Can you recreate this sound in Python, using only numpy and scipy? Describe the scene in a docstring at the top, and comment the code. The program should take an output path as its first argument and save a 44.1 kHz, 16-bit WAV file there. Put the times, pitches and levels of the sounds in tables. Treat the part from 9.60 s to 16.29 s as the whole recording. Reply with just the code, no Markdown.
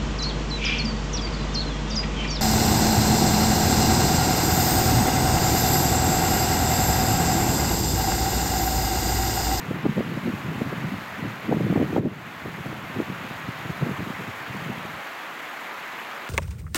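"""A shallow river rushes past, heard from the water's edge: countless small bubbles ring over a smooth wash.
Each bubble is a damped oscillator, trapped air acting as a spring against the surrounding water. A breeze
carries eddies over the microphone, and their pressure makes a flutter and short low buffets. The wind blows
hardest around two seconds and dies away near the end. After the hardest gust the level dips briefly and creeps
back."""
import sys
import numpy as np
from scipy import signal
from scipy.fft import rfft, irfft, next_fast_len
from scipy.io import wavfile
from scipy.ndimage import map_coordinates

SR = 44100
rng = np.random.default_rng(int(sys.argv[2]) if len(sys.argv) > 2 else 0)


def generate_wav(signal):
    """Clip the signal to [-1, 1] and save it as 16-bit WAV at the path in sys.argv[1]."""
    frames = np.transpose(np.atleast_2d(signal))
    scaled = np.clip(frames, -1, 1) * 32767
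    pcm = np.round(scaled).astype(np.int16)
    wavfile.write(sys.argv[1], SR, pcm)


N = 295029

# Strength of the breeze: (time [s], level [dB])
BREEZE_LEVEL = [(0.0, -34), (0.67, -32.5), (1.34, -35.5), (1.54, -44), (1.63, -30), (1.81, -45.5),
                (1.9, -28), (2.22, -25.5), (2.29, -26.5), (2.47, -27), (2.505, -39), (2.74, -45),
                (3.08, -37), (3.29, -40), (3.37, -39), (3.6, -41), (4.18, -42.5), (4.23, -36),
                (4.77, -46.5), (5.1, -36.5), (5.42, -48)]
# Wind pressure for eddies swirling at WIND_HZ: (frequency [Hz], relative level [dB])
WIND_SPECTRUM = [(25, -28), (50, -20), (80, -15.5), (120, -3), (170, 2.5), (260, -5.5), (400, -11.5),
                 (600, -21), (900, -48), (1500, -50), (4000, -96)]
# Largest eddies; few turns thump, many roll: (time [s], level [dB], swirl rate [Hz], length [turns])
LARGE_EDDIES = [(0.112, -21.5, 215, 2.23), (0.143, -29.5, 170, 2.33), (0.244, -21.5, 188, 1.5),
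                (0.255, -16.5, 420, 2.04), (0.264, -14, 317, 1.97), (0.295, -19.5, 192, 2.1),
                (0.369, -24.5, 220, 2.7), (0.381, -18.5, 257, 2.84), (0.393, -22, 299, 2.94),
                (0.407, -21, 298, 2.9), (0.487, -30, 201, 4.5), (0.522, -26, 225, 1.9),
                (0.575, -25.5, 200, 2.1), (0.662, -23.5, 264, 2.9), (0.68, -21.5, 198, 3.3),
                (0.697, -24.5, 233, 4), (0.739, -24.5, 182, 3), (0.862, -30.5, 251, 4),
                (0.89, -25.5, 212, 4), (0.924, -27, 218, 2.1), (0.958, -25, 170, 1.6),
                (1.018, -18, 228, 1.94), (1.072, -27, 195, 4), (1.128, -26.5, 255, 3.8),
                (1.18, -30.5, 190, 1.7), (1.248, -26, 200, 3.93), (1.323, -27, 215, 2.6),
                (1.341, -26.5, 218, 3.1), (1.628, -26, 195, 2.16), (1.652, -28.5, 187, 4.6),
                (1.679, -30, 190, 3.1), (1.707, -33.5, 188, 2.4), (1.894, -21.5, 260, 3.1),
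                (1.915, -20, 328, 2.6), (1.927, -15, 486, 3.5), (1.946, -17.5, 283, 2.1),
                (1.97, -16, 205, 1.95), (2.008, -22, 235, 3.6), (2.049, -21.5, 198, 2.4),
                (2.068, -23.5, 235, 2.9), (2.104, -17, 230, 2.7), (2.127, -18.5, 340, 1.9),
                (2.161, -14.5, 390, 2.6), (2.176, -16.5, 258, 2.5), (2.203, -18, 287, 3.4),
                (2.216, -16.5, 253, 2.8), (2.228, -19.5, 223, 2.3), (2.331, -24, 250, 2.4),
                (2.365, -15.5, 505, 3.25), (2.381, -17, 340, 3.9), (2.395, -21, 190, 3),
                (2.457, -22, 234, 3.2), (2.471, -22, 244, 3.27), (2.86, -27.5, 198, 1.9),
                (2.882, -30, 205, 2.6), (2.986, -33.5, 190, 2.7), (3.062, -29, 219.5, 2.46),
                (3.099, -29.5, 242, 2.35), (3.129, -30, 230, 2.27), (3.37, -27.5, 228, 3.7),
                (3.39, -27, 240, 3.95), (3.402, -17.7, 325, 1.87), (3.42, -32, 200, 2.5),
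                (3.5, -28.5, 209, 3.7), (3.525, -31, 225, 2.6), (3.649, -33.5, 200, 2.7),
                (3.709, -30.5, 195, 1.44), (3.889, -26, 186, 3), (4.056, -29.5, 205, 2.3),
                (4.103, -25, 167, 2.6), (4.217, -27, 198, 2.2), (4.229, -18.5, 210, 2.8),
                (4.27, -27, 281, 4.9), (4.294, -26, 248, 3.5), (4.316, -28.5, 208, 2.4),
                (4.393, -29, 179, 1.7), (4.406, -28, 244, 2.4), (4.427, -29.5, 187, 4.2),
                (4.474, -32.5, 220, 3.6), (4.505, -29, 208, 2.3), (4.603, -32, 208, 5.8),
                (4.688, -34, 180, 5.4), (4.902, -30.5, 150, 2.4), (4.952, -32, 202, 2.2),
                (4.973, -36, 189, 2.1), (5.063, -32, 195, 3.2), (5.101, -27, 155, 2.45),
                (5.253, -36, 175, 2.6)]
# Strength of the river, apart from the brief dip: (time [s], level [dB])
RIVER_LEVEL = [(0, -37), (1.2, -36), (2.3, -37.5), (3.2, -37), (3.9, -35.5), (6.69, -35.5)]
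# Rush of the river: (frequency [Hz], relative level [dB])
RUSH_SPECTRUM = [(30, -27), (70, -22.5), (160, -7.5), (300, -3), (460, -4.5), (700, 0), (1100, 1.8),
                 (2000, -0.1), (2500, -4), (3000, -8.5), (4200, -15.5), (5500, -23), (9000, -53)]
# Trickle of nearby ripples: (frequency [Hz], relative level [dB])
TRICKLE_SPECTRUM = [(1500, -8), (3000, 2), (4200, -7), (5500, -13), (6600, -13.5), (9000, -34)]
# Hiss of fine spray: (frequency [Hz], relative level [dB])
SPRAY_SPECTRUM = [(4200, -27), (5400, -3), (6600, 3.3), (7600, 0), (9200, -6.3), (11000, -3), (12700, 0.5),
                  (16000, -3.7)]

WIND_HZ, CALM_S = 202.3, 5.44  # reference swirl rate; time when the air falls calm
TIME = np.arange(N) / SR


def undb(db):
    """Amplitude grows tenfold for every 20 dB."""
    return 10 ** (np.asarray(db) / 20)


def unit(x):
    """Normalisation to rms 1 gives signals equal power."""
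    return x / np.sqrt(np.mean(x ** 2) + 1e-18)


def curve(rows, times=TIME):
    """Linear interpolation joins (time, value) rows."""
    return np.interp(times, *np.transpose(rows))


def colour(x, points, shift=1):
    """Filtering multiplies spectra; `shift` scales the frequencies of the response."""
    size = next_fast_len(len(x))
    hz = np.arange(size // 2 + 1) * SR / size
    point_hz, point_db = np.transpose(points)
    response_db = np.interp(np.log(hz / shift + 1), np.log(point_hz), point_db)
    return irfft(rfft(x, size) * undb(response_db), size)[:len(x)]


def wander(rate):
    """Random modulation of rms 1 joins `rate` independent values a second."""
    values = rng.standard_normal(int(N / SR * rate) + 4)
    return unit(map_coordinates(values, [TIME * rate + 1], order=1))


def add(out, x, start):
    """Superposition: x adds to out from sample `start`."""
    a, b = max(start, 0), min(start + len(x), len(out))
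    if b > a:
        out[a:b] += x[a - start:b - start]


def breeze(level_db, flutter_db, flutter_rate):
    """Turbulence: the smallest eddies flutter on the microphone until the air falls calm."""
    eddies = rng.standard_normal(N) * undb(flutter_db * np.tanh(wander(flutter_rate)))
    blowing = np.clip((CALM_S - TIME) / 0.054, 0, 1)
    return unit(colour(eddies, WIND_SPECTRUM)) * undb(curve(BREEZE_LEVEL) + level_db) * blowing


def puffs(count, turns, max_db, scatter_db, scatter_octaves):
    """Advection: the breeze carries small eddies about as strong as itself; rows as in LARGE_EDDIES."""
    jitter, strength, swirl = rng.uniform(-0.994, 1, (count, 3)).T
    times = (np.arange(count) + jitter / 2) * CALM_S / count
    db = np.minimum(curve(BREEZE_LEVEL, times) + 0.5 + scatter_db * strength, max_db)
    octaves = (db + 27) / 27 + scatter_octaves * swirl  # stronger puffs swirl faster
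    return list(zip(times, db, 192.5 * 2 ** octaves, np.full(count, turns)))


def buffets(eddies, core_share, skirt_db, sag, knock_db, knock_ratio):
    """Turbulent pressure: each eddy is a burst of a few cycles; faster swirls are shorter and higher."""
    out = np.zeros(N)
    size = 4096
    age = (np.arange(size) - size // 2) / SR
    for (time, db, hz, turns), noise in zip(eddies, rng.standard_normal((len(eddies), size))):
        length = turns / hz
        width = core_share * length
        # a sharp core, with a little disturbed air ahead of it and more in its wake
        skirt = np.exp(-np.abs(age) / (np.where(age < 0, 1.56, 2.3) * width))
        envelope = np.exp(-(age / width) ** 2) + undb(skirt_db) * skirt
        pressure = signal.hilbert(colour(noise, WIND_SPECTRUM, hz / WIND_HZ))
        # the swirl holds its strength, running faster at the front and slower in the wake
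        swirl = pressure.real / (np.abs(pressure) + np.std(pressure.real) / 2)
        swirl = np.interp(age + sag * length * np.exp(-(age / length) ** 2), age, swirl)
        phase = 2 * np.pi * knock_ratio * hz * age
        knock = phase * np.exp((1 - phase ** 2) / 2)  # one pressure swing, signed below to aid the swirl
        burst = envelope * swirl + np.copysign(undb(knock_db), knock @ swirl) * knock
        gain = undb(db) * np.sqrt(length * SR / np.sum(burst ** 2))
        add(out, gain * burst, int(time * SR) - size // 2)
    # the microphone passes little deep bass, and the smallest eddies cancel across its port
    out = signal.sosfilt(signal.butter(3, 85, "high", fs=SR, output="sos"), out)
    return signal.sosfilt(signal.butter(4, 920, fs=SR, output="sos"), out)


def spray(flicker_db, swell_db):
    """Amplitude-modulated noise: fine spray hisses with a fast flicker and a slower swell."""
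    fizz = rng.standard_normal(N) * undb(flicker_db * wander(300) + swell_db * wander(14))
    return unit(colour(fizz, SPRAY_SPECTRUM))


def wash(flicker_db, flicker_rate, surge_db):
    """Incoherent summation: far riffles merge into noise whose bands surge together and flicker alone."""
    spectrum = rfft(rng.standard_normal(next_fast_len(N, real=True)))
    hz = np.linspace(0, SR / 2, len(spectrum))
    edges = np.r_[0, np.geomspace(200, SR / 2, 14)]
    bands = (irfft(spectrum * ((hz >= lo) & (hz < hi)))[:N] for lo, hi in zip(edges, edges[1:]))
    flickering = sum(band * undb(flicker_db * wander(flicker_rate)) for band in bands)
    return unit(flickering * undb(surge_db * wander(2.98)))


def bubbles(count, low_hz, high_hz, cycles, glide, scatter_db):
    """Damped resonance: trapped air rings, rising in pitch as each bubble nears the surface."""
    out = np.zeros(N)
    for when, pitch, strength, life in rng.random((count, 4)):
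        hz = low_hz * (high_hz / low_hz) ** pitch
        decay = cycles * (.5 + life) / hz
        age = np.arange(int(5 * decay * SR)) / SR
        ring = np.sin(2 * np.pi * hz * age * (1 + glide * age / decay)) * np.exp(-age / decay)
        # a few bubbles are much louder than the rest; the factor hz evens out the energy per Hz
        gain = hz * undb(-scatter_db * np.log(strength + 0.028))
        add(out, gain * ring, int(when * N))
    return unit(out)


def dip(deepest_s, depth_db, fall_s, recover_s):
    """Exponential recovery: the level in dB falls quickly, then creeps back."""
    since = TIME - deepest_s
    fall = np.clip(1 + since / fall_s, 0, 1)
    recovery = np.exp(-np.maximum(since, 0) / recover_s)
    return undb(depth_db * fall * recovery)


def river():
    """Independent sources add in power: wash and bubbles form the rush, with trickle and spray above."""
    riffles = wash(flicker_db=0.67, flicker_rate=18, surge_db=0.13)
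    babble = bubbles(count=9000, low_hz=447.4, high_hz=4545, cycles=5.2, glide=0.017, scatter_db=2.5)
    rush = unit(unit(colour(riffles, RUSH_SPECTRUM)) + undb(-7.5) * unit(colour(babble, RUSH_SPECTRUM)))
    ripples = bubbles(count=800, low_hz=2414, high_hz=7430, cycles=38, glide=0.01, scatter_db=2.5)
    trickle = undb(-21.5) * unit(colour(ripples, TRICKLE_SPECTRUM))
    hiss = undb(-17.6) * spray(flicker_db=1.3, swell_db=0.45)
    return (rush + trickle + hiss) * undb(curve(RIVER_LEVEL))


def scene():
    """Superposition: the pressures of river and wind add at one microphone."""
    water = river() * dip(deepest_s=2.41, depth_db=-10.5, fall_s=0.034, recover_s=0.18)
    flutter = breeze(level_db=-2, flutter_db=3.0, flutter_rate=50)
    eddies = LARGE_EDDIES + puffs(count=105, turns=2.39, max_db=-28, scatter_db=2, scatter_octaves=0.23)
    thumps = buffets(eddies, core_share=0.52, skirt_db=-4.5, sag=0.309, knock_db=-6.5, knock_ratio=1.3)
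    return (water + flutter + thumps)[None]


def record(dry):
    """Band limiting: a steep low-pass filter removes the highest treble."""
    return signal.sosfilt(signal.ellip(10, .2, 80, 15850, fs=SR, output="sos"), dry)


dry = scene()
out = record(dry)
generate_wav(out)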